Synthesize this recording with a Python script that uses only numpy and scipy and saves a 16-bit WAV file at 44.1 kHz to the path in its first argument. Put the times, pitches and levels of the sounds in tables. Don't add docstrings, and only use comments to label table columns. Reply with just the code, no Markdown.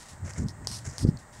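import sys
import numpy as np
from scipy import signal
from scipy.fft import rfft, irfft
from scipy.io import wavfile
from scipy.ndimage import uniform_filter1d

SR = 44100
rng = np.random.default_rng(int(sys.argv[2]) if len(sys.argv) > 2 else 0)


def digitize_waveform(pressure):
    field = np.atleast_2d(pressure).T
    bounded = np.clip(field, -1, 1)
    quanta = np.round(bounded * 32767).astype(np.int16)
    wavfile.write(sys.argv[1], SR, quanta)


N = 61739
TIME = np.arange(N) / SR
FREQS_HZ = np.maximum(np.arange(N // 2 + 1) * SR / N, 1)


def from_db(db):
    return 10 ** (np.asarray(db) / 20)


def rms_one(x):
    return x / np.sqrt(np.mean(x ** 2) + 1e-20)


def colour(x, spectrum):
    hz, db = np.transpose(spectrum)
    gain = from_db(np.interp(np.log(FREQS_HZ), np.log(hz), db))
    edge_fade = np.minimum(1, np.minimum(FREQS_HZ / hz[0], hz[-1] / FREQS_HZ)) ** 2
    return rms_one(irfft(rfft(x) * edge_fade * gain, N))


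def noise(spectrum):
    return colour(rng.standard_normal(N), spectrum)


def grains(per_s, spread_db):
    sizes = from_db(spread_db * np.minimum(rng.exponential(1, N), 4))
    return sizes * rng.choice([-1, 1], N) * (rng.random(N) < per_s / SR)


def strokes(rows, attack_s, release_s):
    power = 0
    for start, length, db in rows:
        rise = np.clip((TIME - start) / attack_s, 0, 1)
        fall = np.exp(-np.maximum(TIME - start - length, 0) / release_s)
        power = power + (from_db(db) * rise * fall) ** 2
    return np.sqrt(power)


def blended_strokes(rows, dull, bright, attack_s, release_s):
    out = 0
    for start, length, db, brightness in rows:
        mix = np.sqrt(1 - brightness) * dull + np.sqrt(brightness) * bright
        out = out + strokes([(start, length, db)], attack_s, release_s) * mix
    return out


def ring(x, hz, t60_s):
    decay = np.exp(-np.log(1000) / (t60_s * SR))
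    angle = 2 * np.pi * hz / SR
    return signal.lfilter([0, np.sin(angle)], [1, -2 * decay * np.cos(angle), decay ** 2], x + 1e-18)


def knock(spectrum):
    hz, db = np.transpose(spectrum)
    gain = from_db(np.interp(np.log(FREQS_HZ), np.log(hz), db))
    cepstrum = irfft(np.log(gain), N)
    cepstrum[N // 2:] = 0
    click = irfft(np.exp(rfft(2 * cepstrum)), N)
    return click / np.abs(click).max()


# f/Hz, relative level/dB
WASH_SPECTRUM = [(25, 7.5), (120, 8), (300, -0.5), (550, -3.5), (900, 2.5), (1350, -2.5), (1950, -3),
                 (2400, -15), (3300, -20.5), (5000, -18.5)]
HISS_SPECTRUM = [(4000, -25), (5800, -14.5), (6500, -6.5), (8100, -0.5), (9050, -8.5), (9550, -29),
                 (12000, -23), (15500, -23)]
# f/Hz, level/dB
HUM_TONES = [(593, -65.5), (820, -67.5), (1879, -66)]
def background():
    hum = sum(from_db(db) * rms_one(ring(rng.standard_normal(N), hz, t60_s=0.15)) for hz, db in HUM_TONES)
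    return hum + from_db(-53) * noise(WASH_SPECTRUM) + from_db(-62) * noise(HISS_SPECTRUM)


# f/Hz, relative level/dB
GRIT_SPECTRUM = [(2000, -18), (3200, -35), (4500, -13), (5300, -3.5), (6000, -2), (7200, 0.5), (8600, -8),
                 (10000, -15.5), (12000, -27.5), (15500, -45)]
SOLE_SPECTRUM = [(220, -15), (450, 1), (650, 5.5), (1000, -5.5), (1600, 2.5), (2100, 0), (2800, -11),
                 (4000, -17), (8000, -41)]
# start t/s, length/s, grit level/dB, sole level/dB
SHOE_SCUFFS = [(0.242, 0.028, -51.5, -52), (0.269, 0.013, -50.5, -45.5), (0.288, .02, -46, -46.5),
               (0.315, 0.12, -54.5, -58), (0.354, 0.018, -57, -49.5), (0.374, 0.01, -42, -45.5),
               (0.641, .008, -54, -50.5), (.843, 0.03, -43, -47.5), (0.88, 0.034, -48.5, -56),
               (0.919, 0.099, -53, -53)]
def shoes():
    fades = dict(attack_s=0.01, release_s=0.0085)
    grit = strokes([(start, length, db) for start, length, db, _ in SHOE_SCUFFS], **fades)
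    sole = strokes([(start, length, db) for start, length, _, db in SHOE_SCUFFS], **fades)
    stones = grains(per_s=2800, spread_db=1.5)
    return grit * colour(stones, GRIT_SPECTRUM) + sole * colour(stones, SOLE_SPECTRUM)


def friction(spectrum):
    return colour(grains(per_s=12000, spread_db=3.5), spectrum)


# f/Hz, relative level/dB
CLOTH_SPECTRUM = [(1000, -6), (2000, -0.5), (2800, -0.5), (4200, 2.5), (5500, 4), (8000, 5.5), (10500, -5),
                  (12500, -16), (15500, -22)]
# start t/s, length/s, level/dB
SLEEVE_RUSTLES = [(-.01, 0.04, -51.5), (.055, 0.011, -54.5), (.082, 0.026, -50.5), (.79, 0.022, -55),
                  (1.185, 0.012, -56), (1.325, 0.071, -56)]
def sleeve():
    return strokes(SLEEVE_RUSTLES, attack_s=0.0033, release_s=0.034) * friction(CLOTH_SPECTRUM)


# f/Hz, relative level/dB
LIGHT_RUB_SPECTRUM = [(2600, -23), (3800, -15.5), (4600, -5), (5300, -1), (6200, -12), (7300, -28),
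                      (8400, -16), (10000, -26.5), (15500, -39)]
FIRM_RUB_SPECTRUM = [(400, -29), (900, -6.5), (1800, -14), (2600, -15.5), (3600, -12), (4500, -3),
                     (5100, -0.5), (6200, -3.5), (7300, -7.5), (8400, -2), (10000, -9), (11400, -13.5),
                     (12800, -28), (15500, -31)]
# start t/s, length/s, level/dB, brightness from 0 to 1
FINGER_RUBS = [(0.462, 0.027, -62.5, .02), (0.483, 0.023, -49.5, 0.28), (.672, 0.036, -41.5, 0.47),
               (.712, 0.052, -39.5, 0.69), (0.766, 0.027, -46.5, 1), (.984, 0.046, -42.5, 0.82),
               (1.032, 0.013, -51.5, 0.5), (1.068, 0.028, -53, 0.27)]
def finger_rubs():
    light, firm = friction(LIGHT_RUB_SPECTRUM), friction(FIRM_RUB_SPECTRUM)
    return blended_strokes(FINGER_RUBS, light, firm, attack_s=0.0034, release_s=0.007)


# f/Hz, relative level/dB
CASING_SPECTRUM = [(200, -9), (800, -3.5), (1200, -8.5), (1500, -19.5), (1900, -10), (2350, -34),
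                   (3100, -12.5), (4000, -9.5), (4850, 4), (5700, 0), (6700, -1), (7450, -20), (8350, -1),
                   (9200, -14.5), (10000, -10.5), (11000, -28), (11700, -15), (12700, -33.5),
                   (15500, -32.5)]
# t/s, snap level/dB, ring f/Hz, ring level/dB, time for the ring to fade by 60 dB/s
FINGER_TICKS = [(0.031, -38.5, 8200, -50, 0.0063), (.336, -32, 5060, -51, 0.0082),
                (.485, -28, 4210, -33.5, 0.011), (0.672, -12.5, 5050, -12, 0.0039),
                (.9823, -19, 4920, -26, 0.0043), (0.9927, -37, 3320, -31, 0.0046),
                (1.1720, -36, 4380, -40, 0.02)]
def finger_ticks():
    out = np.zeros(N)
    snap = knock(CASING_SPECTRUM)
    rise = 1 - np.exp(-(TIME / 0.00045) ** 2)
    for start_s, snap_db, hz, ring_db, t60_s in FINGER_TICKS:
        fall = np.exp(-np.log(1000) * TIME / t60_s)
        tone = np.sin(2 * np.pi * hz * TIME) * rise * fall
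        tick = from_db(snap_db) * snap + from_db(ring_db) * tone
        start = int(start_s * SR)
        out[start:] += tick[:N - start]
    return out


def turbulence(spectrum):
    swirl = noise(spectrum)
    local_power = uniform_filter1d(swirl ** 2, size=900)
    return swirl / np.sqrt(local_power + 1e-6)


# f/Hz, relative level/dB
SLOW_SWIRL_SPECTRUM = [(20, -48), (45, -15), (75, 0), (115, 2.5), (170, -10), (260, -17), (400, -25.5),
                       (800, -49)]
FAST_SWIRL_SPECTRUM = [(20, -20), (50, -21), (80, 2), (160, 4), (240, -5), (330, -15.5), (480, -24.5),
                       (700, -42), (1200, -60)]
# t/s, level/dB
BREEZE_CURVE = [(0, -53.5), (.09, -70), (.13, -45), (.17, -51), (.21, -43), (.29, -40), (.335, -46),
                (.48, -38), (.565, -48), (.635, -42.5), (.73, -39.5), (.81, -45.5), (.9, -38.5),
                (.965, -55.5), (1.04, -23.5), (1.16, -40.5), (1.195, -51), (1.31, -63), (1.4, -46)]
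# start t/s, length/s, level/dB, brightness from 0 to 1
WIND_PUFFS = [(.218, 0.029, -31.5, 0.02), (.246, 0.019, -35, 0.54), (.376, 0.033, -27.5, 0.62),
              (.412, 0.05, -26.5, .85), (.866, .014, -28.5, 0.2), (1.024, 0.025, -28, 0.53),
              (1.056, 0.04, -22, 1), (1.11, 0.045, -36.5, 0.97)]
def wind():
    slow, fast = turbulence(SLOW_SWIRL_SPECTRUM), turbulence(FAST_SWIRL_SPECTRUM)
    puffs = blended_strokes(WIND_PUFFS, slow, fast, attack_s=0.012, release_s=0.0066)
    breeze_db = np.interp(TIME, *np.transpose(BREEZE_CURVE))
    return puffs + from_db(breeze_db) * turbulence(SLOW_SWIRL_SPECTRUM)


# t/s, level/dB before the bass leaks away, width/s
WIND_THUMPS = [(1.0507, -5.5, 0.00071), (1.0898, -7, 0.00083)]
def wind_thumps():
    drops = np.zeros(N)
    for centre_s, db, width_s in WIND_THUMPS:
        drops -= from_db(db) * np.exp(-0.5 * ((TIME - centre_s) / width_s) ** 2)
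    bass_leak = signal.butter(1, 50, "high", fs=SR, output="sos")
    return signal.sosfiltfilt(bass_leak, drops)


def scene():
    mix = wind() + wind_thumps() + shoes() + finger_rubs() + sleeve() + finger_ticks() + background()
    return mix[None, :]


def record(dry):
    treble_cut = signal.ellip(10, 0.2, 80, 15700, fs=SR, output="sos")
    return signal.sosfilt(treble_cut, dry)


dry = scene()
out = record(dry)
digitize_waveform(out)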